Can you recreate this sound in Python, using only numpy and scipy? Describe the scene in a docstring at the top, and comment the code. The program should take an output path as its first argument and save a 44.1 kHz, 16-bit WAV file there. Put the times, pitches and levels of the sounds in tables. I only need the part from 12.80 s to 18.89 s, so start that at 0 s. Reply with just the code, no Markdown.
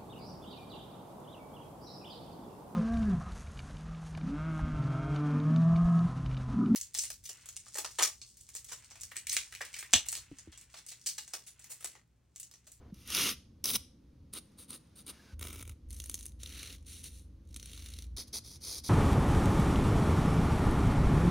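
"""Paper tape and nail filing

Close to a phone in a small, dry room, abrasive paper tape is drawn from a plastic dispenser and ripped
off, its fibres snapping. A file rasps a fingernail along its side, round its corner and across its tip:
grit strikes the nail, sticks and lets go in small cracks. A foam buffer block then rubs it in short
strokes. A low hum, rumble and faint hiss lie underneath."""
import sys
import numpy as np
from scipy import signal
from scipy.fft import rfft, irfft
from scipy.io import wavfile
from scipy.ndimage import uniform_filter1d

SR = 44100
rng = np.random.default_rng(int(sys.argv[2]) if len(sys.argv) > 2 else 0)


def generate_wav(sig):
    """Save sig (samples, or channels by samples) to the path in sys.argv[1] as 16-bit PCM at SR."""
    pcm = np.round(np.clip(np.atleast_2d(sig).T, -1, 1) * 32767).astype(np.int16)
    wavfile.write(sys.argv[1], SR, pcm)


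N = 268569
TIME = np.arange(N) / SR


# file on the side of the nail: t/s, length/s, level/dB, attack/s, release/s
SIDE_STROKES = [(1.525, .08, -44.5, 0.0054, 0.021), (1.772, 0.099, -49.5, 0.015, 0.073),
                (1.875, .11, -47.5, 0.024, 0.032), (2.15, 0.085, -53.5, 0.0096, 0.032),
                (2.258, 0.066, -45.5, 0.012, 0.019)]
# its spectrum: f/Hz, level/dB
SIDE_TONE = [(280, -5.5), (730, -21), (1240, -15.5), (1760, -23), (3250, -13.5), (3770, -9), (4810, -12.5),
             (5070, -15.5), (6760, -13), (7150, -20), (8450, -12), (8840, -1), (13500, -21), (15600, -19.5)]

def file_side():
    """Short, quick strokes along the side of the nail; grit catches without stalling the file."""
    gain = trailing(pressure(SIDE_STROKES, arch_db=5.5, lean_db=4.5))
    slips = catches(SIDE_STROKES, gain, per_s=32, weak_db=-41)
    rasp = friction(gain, SIDE_TONE, gain_db=-1.5, grains_per_s=3600, spread_db=4.5,
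                    slip_hz=220, slip_db=0.6, mottle_db=0.5, hiss=0.74, flex=0.72)
    return rasp + cracks(slips, SIDE_TONE, gain_db=12, decay_s=0.0013, chatter=0.12)


# file on the corner: t/s, length/s, level/dB, attack/s, release/s
CORNER_STROKES = [(2.598, 0.25, -54.5, .028, 0.034), (2.84, 0.097, -65, 0.035, 0.012)]
# its spectrum: f/Hz, level/dB
CORNER_TONE = [(280, 2.5), (800, -12.5), (1350, -4.5), (1760, -13), (2290, -2), (2500, -6), (3640, -4),
               (4550, -13), (6370, -4), (7540, -11), (8320, -9), (8840, -2.5), (14100, -14), (15600, -8)]

def file_corner():
    """The file judders round the corner of the nail, easing off as it goes."""
    gain = pressure(CORNER_STROKES, arch_db=-3.5, lean_db=-8)
    slips = catches(CORNER_STROKES, gain, per_s=45, weak_db=-42)
    rasp = friction(gain * sticking(slips), CORNER_TONE, gain_db=4.5, grains_per_s=450, spread_db=1.5,
                    slip_hz=130, slip_db=3, mottle_db=2.5, hiss=0.68)
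    return rasp + cracks(slips, CORNER_TONE, gain_db=13, decay_s=0.0015, chatter=0.077)


# file on the edge: t/s, length/s, level/dB, attack/s, release/s
EDGE_STROKES = [(3.08, 0.458, -59.5, 0.035, 0.094)]
# its spectrum: f/Hz, level/dB
EDGE_TONE = [(280, -10), (870, -27.5), (4420, -10.5), (4810, -17), (5850, -8.5), (6370, -2.5), (6500, -8),
             (7020, -11), (7540, -15.5), (9750, -3), (10270, -11), (11180, -6), (12300, -18), (15600, -17)]

def file_edge():
    """On the thin edge of the nail the grit catches hardest."""
    gain = pressure(EDGE_STROKES, arch_db=1.5, lean_db=1)
    slips = catches(EDGE_STROKES, gain, per_s=55, weak_db=-37)
    rasp = friction(gain * sticking(slips), EDGE_TONE, gain_db=4.5, grains_per_s=510, spread_db=2,
                    slip_hz=121, slip_db=2, mottle_db=3, hiss=0.83)
    return rasp + cracks(slips, EDGE_TONE, gain_db=9, decay_s=0.00057, chatter=0.04)


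# file across the tip: t/s, length/s, level/dB, attack/s, release/s
TIP_STROKES = [(3.585, 0.39, -51, 0.021, 0.024), (4.62, 0.648, -56, 0.25, 0.025)]
# its spectrum: f/Hz, level/dB
TIP_TONE = [(280, -0.5), (950, -21), (1350, -12.5), (4290, 1), (5070, -11.5), (5460, -1), (6240, 1.5),
            (6630, -3), (8060, -8.5), (9620, 1.5), (10530, -6.5), (11180, -3), (11700, -12), (15600, -12.5)]

def file_tip():
    """Long strokes stick and slip across the tip of the nail, crackling."""
    gain = trailing(pressure(TIP_STROKES, arch_db=7, lean_db=4.5))
    slips = catches(TIP_STROKES, gain, per_s=42, weak_db=-42)
    rasp = friction(gain * sticking(slips), TIP_TONE, gain_db=-0.6, grains_per_s=700, spread_db=0,
                    slip_hz=129.8, slip_db=0.5, mottle_db=0, hiss=0.96, flex=0.99)
    return rasp + cracks(slips, TIP_TONE, gain_db=14.5, decay_s=0.00056, chatter=0.076)


# glide back between the tip strokes: t/s, length/s, level/dB, attack/s, release/s
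RETURN_STROKES = [(4.054, 0.2, -52, 0.014, 0.036), (4.228, 0.078, -49.5, 0.011, .025),
                  (4.275, 0.21, -62, .02, 0.1)]
# its brightening: f/Hz, gain/dB
RETURN_TILT = [(1500, -3.5), (6000, -0.5), (9500, 3.5), (15000, -2)]

def file_return():
    """The file slides back across the tip: a smooth, bright hiss of fine grit."""
    gain = trailing(pressure(RETURN_STROKES, arch_db=8.5, lean_db=-8))
    glide = friction(gain, TIP_TONE, gain_db=-0.5, grains_per_s=1500, spread_db=2.5,
                     slip_hz=129, slip_db=1, mottle_db=0.5, hiss=0.97, flex=0.22)
    return shape(glide, RETURN_TILT)


# file drawn away: t/s, length/s, level/dB, attack/s, release/s
BRUSH_STROKE = [(2.303, 0.248, -63.5, .02, .012)]

def file_brush(squeak_hz=1740, sag_hz_per_s=850, width_hz=100):
    """The file brushes past lightly, with a faint squeak that sinks in pitch."""
    start, length = BRUSH_STROKE[0][:2]
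    hiss = unit(shape(rng.standard_normal(N), HISS_TONE))
    hiss *= pressure(BRUSH_STROKE, arch_db=-1, lean_db=-2.5)
    hz = squeak_hz - sag_hz_per_s * np.clip(TIME - start, 0, length)
    squeak = unit(wander(width_hz) * sine(hz)) * pressure(BRUSH_STROKE, arch_db=11, lean_db=11)
    return amp(-1.5) * hiss + amp(-4) * squeak


# loudest catches of grit on the nail: t/s, level/dB, ring f/Hz
LOUD_CATCHES = [(1.5352, -28.5, 9550), (1.9042, -29.5, 9480), (2.2647, -37, 8690), (2.5932, -36.5, 10500),
                (2.6263, -31.5, 3670), (2.6697, -35, 3440), (2.728, -35.5, 9300), (2.826, -33.5, 9050),
                (2.8518, -45, 2970), (2.8761, -39.5, 8700), (2.894, -38, 8640), (3.106, -35, 3680),
                (3.1292, -33, 8550), (3.1877, -42, 10300), (3.2006, -25.5, 3530), (3.2398, -30, 6400),
                (3.2586, -30.5, 9900), (3.2962, -21, 7100), (3.3423, -19, 6960), (3.3526, -27.5, 6400),
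                (3.4556, -29, 9500), (3.4632, -26.5, 9570), (3.6325, -32.5, 7650), (3.6599, -34.5, 4280),
                (3.793, -36, 4220), (3.8298, -34, 2580), (3.9258, -38.5, 4340), (4.2409, -34.5, 9400),
                (4.743, -40, 5900), (4.7617, -32.5, 9200), (4.7694, -41, 9740), (4.7972, -39.5, 5550),
                (4.8276, -37, 5530), (4.8577, -37.5, 9700), (4.9322, -38.5, 3820), (5.06, -38, 4000),
                (5.1372, -39, 4140), (5.1872, -36, 4100), (5.2222, -40.5, 4160)]
# ring range of the weak catches: low f/Hz, high f/Hz
WEAK_RING_HZ = (3000, 9500)
STICK_S, STICK_DB = 0.012, -2.5

def catches(strokes, gain, per_s, weak_db, jitter=0.4, spread_db=4, follow_db_per_db=0.7):
    """Rows of grit catches: the loud ones, plus weak ones that recur unevenly and follow the pressure."""
    start, end = strokes[0][0], strokes[-1][0] + strokes[-1][1]
    loud = [row for row in LOUD_CATCHES if start - 0.02 <= row[0] < end]
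    gap, strength, ring = rng.uniform(-1, 1, (100, 3)).T
    times = start + np.cumsum(1 + jitter * gap) / per_s
    pressure_db = 20 * np.log10(np.interp(times, TIME, gain / gain.max()) + 1e-9)
    db = weak_db + follow_db_per_db * pressure_db + spread_db * strength
    hz = np.exp(np.interp(ring, [-1, 1], np.log(WEAK_RING_HZ)))
    clear_of_loud = np.min([abs(times - row[0]) for row in loud], axis=0) > STICK_S
    return loud + list(np.transpose([times, db, hz])[clear_of_loud & (times < end)])


def sticking(slips):
    """Gain of the rasp, which sinks while the file is stuck before each catch."""
    stuck, dip = np.zeros(N), np.hanning(round(STICK_S * SR))
    for start, _, _ in slips:
        add(stuck, start - STICK_S, dip)
    return amp(STICK_DB * np.minimum(stuck, 1))


def trailing(gain, trail_db=-19, trail_s=0.078):
    """Adds the light contact that lingers after each stroke."""
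    pole = np.exp(-1 / (trail_s * SR))
    return gain + amp(trail_db) * signal.lfilter([1 - pole], [1, -pole], gain)


# buffer block on the nail: t/s, length/s, level/dB, attack/s, release/s
BUFF_STROKES = [(5.364, .088, -40.5, .003, 0.045), (5.465, 0.037, -55, .016, 0.021),
                (5.525, .076, -38.5, .012, .018), (5.636, .15, -52, 0.011, 0.027),
                (5.8, 0.21, -41, 0.063, 0.023), (6.033, .09, -41.5, 0.015, .01)]
# its spectrum: f/Hz, level/dB
BUFF_TONE = [(280, -5.5), (1610, -20), (2500, -13), (2860, -22.5), (3250, -8), (4550, 1.5), (6240, 1),
             (7410, -12.5), (7670, -17), (8970, -3), (9750, -2), (11830, -7), (12300, -16.5), (15600, -16)]

def buffer_block():
    """Fine grit on soft foam: a dense, even rub. The first stroke lands harder and flexes the nail."""
    landing_gain = pressure(BUFF_STROKES[:1], arch_db=2, lean_db=0.5)
    landing = friction(landing_gain, BUFF_TONE, gain_db=-2, grains_per_s=5000, spread_db=2.5,
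                       slip_hz=200, slip_db=0.8, mottle_db=2, hiss=0.7, flex=0.41)
    rub_gain = pressure(BUFF_STROKES[1:], arch_db=0, lean_db=-2)
    rub = friction(rub_gain, BUFF_TONE, gain_db=-0.85, grains_per_s=6500, spread_db=3,
                   slip_hz=200, slip_db=2, mottle_db=0, hiss=0.83)
    return landing + rub


# tape drawn out, torn off: t/s, length/s, level/dB, attack/s, release/s
PULL_STROKES = [(.137, .15, -61.5, 0.0044, .02), (.248, .308, -29.5, .13, .064)]
RIP_STROKES = [(.838, 0.09, -29, 0.0075, 0.02), (0.919, 0.054, -27, .012, 0.013)]
# their spectra: f/Hz, level/dB
PULL_TONE = [(280, -3.5), (800, -19), (1240, -6.5), (1610, -10.5), (2990, -1), (4550, -5.5), (5850, -1),
             (7020, -8.5), (7670, -21.5), (8840, -5), (10660, -8.5), (12900, -8.5), (13200, -19.5),
             (15600, -14.5)]
RIP_TONE = [(280, -8), (870, -16.5), (1350, -12), (1610, -19), (4030, 0), (4160, -5.5), (6240, 1.5),
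            (6630, -10), (8190, -11.5), (8970, -1), (11700, -1.5), (12300, -2), (13500, -15.5),
            (15600, -1.5)]
# paper fibres snapping: t/s, level/dB, ring f/Hz
FIBRE_SNAPS = [(.1435, -45, 5300), (.2755, -30, 3000), (.3025, -22.5, 6000), (.3487, -12, 4500),
               (.369, -16, 3800), (.8412, -16, 6000), (.856, -15, 5100), (.9357, -24, 3700),
               (.9423, -23, 9600), (.957, -20, 5600), (.96, -19, 1100)]

def tape():
    """The tape cracks loose and runs out over the dispenser's lip, then tears across the cutter."""
    split_s = RIP_STROKES[0][0] - 0.1
    pull_snaps = [row for row in FIBRE_SNAPS if row[0] < split_s]
    pull_gain = pressure(PULL_STROKES, arch_db=6, lean_db=2)
    pull = friction(pull_gain, PULL_TONE, gain_db=-1, grains_per_s=2500, spread_db=0.5,
                    slip_hz=250, slip_db=0.2, mottle_db=1.5, hiss=0.8)
    pull += cracks(pull_snaps, RIP_TONE, gain_db=9, decay_s=0.0005, chatter=0.04, ring_db=5)
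    rip_snaps = [row for row in FIBRE_SNAPS if row[0] >= split_s]
    rip_gain = pressure(RIP_STROKES, arch_db=2, lean_db=10.5)
    rip = friction(rip_gain, RIP_TONE, gain_db=-2.5, grains_per_s=3500, spread_db=1,
                   slip_hz=155, slip_db=0.6, mottle_db=3, hiss=0.62, flex=0.46)
    rip += cracks(rip_snaps, RIP_TONE, gain_db=11.5, decay_s=0.00079, chatter=0.045)
    return pull + rip


# rumble of the dispenser case: f/Hz, level/dB
CASE_TONE = [(25, -4.5), (70, 1), (130, -2), (230, 5), (340, -10), (600, -44.5)]
# hand on the case: t/s, level/dB, f/Hz, t60/s
HAND_KNOCKS = [(0.124, -26, 186, 0.037), (0.5, -43.5, 241.5, 0.15), (0.962, -42, 125, 0.11)]

def dispenser():
    """The tug on the tape shakes the case, and the hand knocks softly on it."""
    tug = uniform_filter1d(pressure(PULL_STROKES + RIP_STROKES, arch_db=-0.5, lean_db=4.5), size=2500)
    shake = unit(shape(rng.standard_normal(N), CASE_TONE))
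    return amp(-22.5) * tug * shake + knocks(HAND_KNOCKS)


# handled paper: t/s, length/s, level/dB, attack/s, release/s
RUSTLE_STROKE = [(0.0015, 0.12, -60, .004, .02)]
# its spectrum: f/Hz, level/dB
RUSTLE_TONE = [(200, 8.5), (800, -1.5), (1500, -9.5), (3000, -18), (6500, -25.5), (9000, -44)]

def paper():
    """A paper pouch shifts in the hand with a soft, dull rustle."""
    gain = pressure(RUSTLE_STROKE, arch_db=0, lean_db=0)
    return friction(gain, RUSTLE_TONE, gain_db=-5, grains_per_s=2100, spread_db=1,
                    slip_hz=58.8, slip_db=1, mottle_db=1.5, hiss=1)


def pressure(strokes, arch_db, lean_db, ramp_power=1.21):
    """Stroke envelopes: the middle stands arch_db above the ends; lean_db is gained from start to end."""
    gain = np.zeros(N)
    for start, length, db, attack, release in strokes:
        t = np.arange(0, length, 1 / SR)
        contact = (np.minimum(t / attack, 1) * np.minimum((length - t) / release, 1)) ** ramp_power
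        from_middle = t / length - 0.5
        add(gain, start, contact * amp(db + lean_db * from_middle - arch_db * (2 * from_middle) ** 2))
    return gain


def friction(gain, tone, gain_db, grains_per_s, spread_db, slip_hz, slip_db, mottle_db, hiss, flex=0):
    """Grit strikes a surface, in clumps as the contact sticks and slips, over a hiss of fine contacts."""
    sizes = amp(spread_db * np.minimum(rng.exponential(1, N), 3)) * rng.choice([-1, 1], N)
    grains = unit(sizes * (rng.random(N) < grains_per_s / SR))
    drive = grains + hiss * rng.standard_normal(N)
    drive *= amp(slip_db * np.clip(wander(slip_hz), -2, 2))
    rasp = signal.oaconvolve(mottle(drive, mottle_db), body(tone)[None])[:, :N]
    # pressed hard, the surface flexes and its low ring swells
    low_ring = shape(rasp, [(700, -4.5), (1500, 4), (2600, 2.5), (4500, -6), (8000, -29)])
    return amp(gain_db) * gain * unit(rasp + flex * (gain / gain.max()) ** 2 * low_ring)


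# phase scatter at the two microphones: f/Hz, phase/rad
MIC_SCATTER = [(1800, 0.11), (3500, 0.33), (5000, .38), (7600, 0.9), (8600, 0.6), (16000, 0.16)]

def mottle(x, depth_db, size=128):
    """Each grain meets another spot, so it has its own colour and its own path to the microphones."""
    hz, _, spectra = signal.stft(x, SR, nperseg=size)
    patches = uniform_filter1d(rng.standard_normal((2, *spectra.shape)), size=5, axis=1)
    colour, path = map(unit, uniform_filter1d(patches, size=2, axis=2))
    turn = np.exp(1j * read(MIC_SCATTER, hz)[:, None] * path)
    stereo = spectra * amp(depth_db * colour) * np.array([turn, turn.conj()])
    return signal.istft(stereo, nperseg=size)[1][:, :len(x)]


def cracks(rows, tone, gain_db, decay_s, chatter, ring_db=7, size=1024):
    """A caught edge lets go in a burst of tiny fractures that favours one ring, then chatters briefly."""
    out, t, hz = np.zeros(N), np.arange(size) / SR, np.fft.rfftfreq(size, 1 / SR)
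    response = body(tone)
    burst = (1 - np.exp(-t / 0.0009)) ** 2 * (np.exp(-t / decay_s) + chatter * np.exp(-t / 0.004))
    for start, db, ring_hz in rows:
        emphasis = amp(ring_db * np.exp(-(np.log((hz + 1) / ring_hz) / 0.28) ** 2))
        fractures = irfft(emphasis * np.exp(2j * np.pi * rng.random(len(hz))), size)
        crack = signal.fftconvolve(burst * fractures, response)
        add(out, start, amp(db + gain_db) * crack / np.linalg.norm(crack))
    return out


def body(tone, low_cut_hz=170, size=2048):
    """Minimum-phase impulse response of a small object: its spectrum, with no deep bass."""
    hz = abs(np.fft.fftfreq(size, 1 / SR))
    log_gain = np.log(amp(read(tone, hz)) / (1 + (low_cut_hz / (hz + 10)) ** 3))
    ring = np.fft.ifft(np.exp(np.conj(signal.hilbert(log_gain)))).real[:size // 2]
    return ring / np.linalg.norm(ring)


def knocks(rows, attack_s=0.0054):
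    """Each knock is a short, low, well-damped push."""
    out, t = np.zeros(N), np.arange(SR // 4) / SR
    for start, db, hz, t60 in rows:
        envelope = amp(db - 60 * t / t60) * (1 - np.exp(-t / attack_s))
        add(out, start, envelope * np.sin(2 * np.pi * hz * t))
    return out


# room decay: f/Hz, t60/s
ROOM_T60 = [(250, .42), (700, .28), (1800, .34), (5000, .38), (10000, .3), (13000, .21), (16000, .14)]

def room(x, early_db=-11, early_decay_s=0.003, tail_db=-17.5, echoes_per_s=3000):
    """Quick reflections from hands and table, then a soft tail; each microphone hears its own."""
    t = np.arange(SR // 2) / SR
    near, far = rng.choice([-1, 1], (2, 2, len(t))) * (rng.random((2, 2, len(t))) < echoes_per_s / SR)
    early = near * np.exp(-t / early_decay_s) * (t > 0.0006)
    hz, frame_s, spectra = signal.stft(far * (t > 0.008), SR, nperseg=256)
    decay = amp(-60 * frame_s / read(ROOM_T60, hz)[:, None])
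    tail = signal.istft(spectra * decay, SR, nperseg=256)[1][:, :len(t)]
    echoes = sum(amp(db) * part / np.linalg.norm(part, axis=1, keepdims=True)
                 for db, part in [(early_db, early), (tail_db, tail)])
    return x + signal.fftconvolve(x, echoes, axes=1)[:, :N]


# spells of hum: t/s, length/s, level/dB, attack/s, release/s
HUM_SPELLS = [(2.527, .42, -50, 0.0069, 0.016), (3.068, 2.31, -54.5, 0.014, 0.021)]
# tones, one list per spell: f/Hz, level/dB
HUM_LINES = [
    [(52, -2.5), (80, 4), (104, -4.5)],
    [(58, 1), (80, -3), (130, -17.5)],
]
# thumps as the hum starts and stops: t/s, level/dB, f/Hz, t60/s
HUM_THUMPS = [(2.525, -51, 45, 0.14), (3.062, -40, 36, .12), (5.355, -44, 33.7, .14)]

def hum(waver_db=1.6, waver_hz=2.51):
    """Low tones waver in pitch and strength and dip mid-spell, between dull thumps."""
    out = knocks(HUM_THUMPS)
    for spell, lines in zip(HUM_SPELLS, HUM_LINES):
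        tones = sum(amp(db + waver_db * wander(2.5)) * sine(hz + waver_hz * wander(6.2))
                    for hz, db in lines)
        out += pressure([spell], arch_db=-8.5, lean_db=2) * unit(tones)
    return out


# background spectra: f/Hz, level/dB
RUMBLE_TONE = [(20, -11), (38, -15), (52, 2), (66, 6), (80, 4.5), (100, -3), (135, -7.5), (250, -58.5)]
DRONE_TONE = [(20, -25), (110, -1.5), (200, 1), (300, -2), (400, -17), (520, -13.5), (650, -32),
              (1200, -34), (3000, -76.5)]
HISS_TONE = [(300, 0), (1000, 0), (2000, -1), (4000, -1), (6300, -3), (7600, -13), (9500, -9), (13000, -16),
             (16000, -20)]
# background steps: t/s, rumble level/dB, hiss level/dB
NOISE_STEPS = [(0, -54.5, -77.5), (.14, -58.5, -79.5), (1.53, -65, -73.5), (2.53, -56.5, -80),
               (5.37, -56, -72)]

def room_noise(drone_db=-61.5):
    """A steady, faint drone, with a mono rumble and a wide hiss that step in level."""
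    starts, rumble_db, hiss_db = np.transpose(NOISE_STEPS)
    step = np.searchsorted(starts[1:], TIME)
    rumble_gain, hiss_gain = uniform_filter1d(amp([rumble_db[step], hiss_db[step]]), size=600)
    rumble = rumble_gain * unit(shape(rng.standard_normal(N), RUMBLE_TONE))
    air = rng.standard_normal(N) + 1.41 * rng.standard_normal((2, N))
    drone = amp(drone_db) * unit(shape(air, DRONE_TONE))
    hiss = hiss_gain * unit(shape(air, HISS_TONE))
    return rumble + drone + hiss


def amp(db):
    """Decibels to gain."""
    return 10 ** (np.asarray(db) / 20)


def unit(x):
    """Scales to unit rms."""
    return x / np.sqrt(np.mean(x ** 2) + 1e-20)


def sine(hz):
    """Sine of varying frequency."""
    return np.sin(2 * np.pi * np.cumsum(hz) / SR)


def read(points, hz):
    """Interpolates a table over log frequency."""
    point_hz, value = np.transpose(points)
    return np.interp(np.log(hz + 1), np.log(point_hz + 1), value)


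def add(mix, start_s, sound):
    """Mixes a sound in at start_s."""
    part = mix[max(round(start_s * SR), 0):][:len(sound)]
    part += sound[:len(part)]


def shape(x, tone):
    """Zero-phase filter with the given spectrum."""
    return irfft(rfft(x) * amp(read(tone, np.fft.rfftfreq(N, 1 / SR))), N)


def wander(rate_hz):
    """Smooth unit-rms noise up to rate_hz."""
    hz = np.fft.rfftfreq(N, 1 / SR)
    return unit(irfft(rfft(rng.standard_normal(N)) / (1 + (hz / rate_hz) ** 4), N))


def scene():
    """The handwork in its room, over noise and hum."""
    filing = file_side() + file_brush() + file_corner() + file_edge() + file_tip() + file_return()
    handwork = paper() + tape() + dispenser() + filing + buffer_block()
    return room(handwork) + room_noise() + hum()


# stereo width of the phone: f/Hz, side gain/dB
STEREO_WIDTH = [(100, -28.5), (700, 4.5), (1800, -9), (3500, -7.5), (5000, -2), (7600, -8), (8600, 1),
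                (16000, 0.5)]

def record(dry, treble_delay_s=64 / SR, cutoff_hz=15850):
    """The phone sets the width by band, spreads the top treble with a short delay, and low-passes."""
    mid, side = dry.mean(0), (dry[0] - dry[1]) / 2
    treble = shape(mid, [(11800, -57.5), (12400, -3)])
    side = shape(side, STEREO_WIDTH) + np.interp(TIME - treble_delay_s, TIME, treble)
    low_pass = signal.firwin(401, cutoff_hz, window=("kaiser", 9), fs=SR)
    return signal.oaconvolve(np.array([mid + side, mid - side]), low_pass[None], "same")


dry = scene()
out = record(dry)
generate_wav(out)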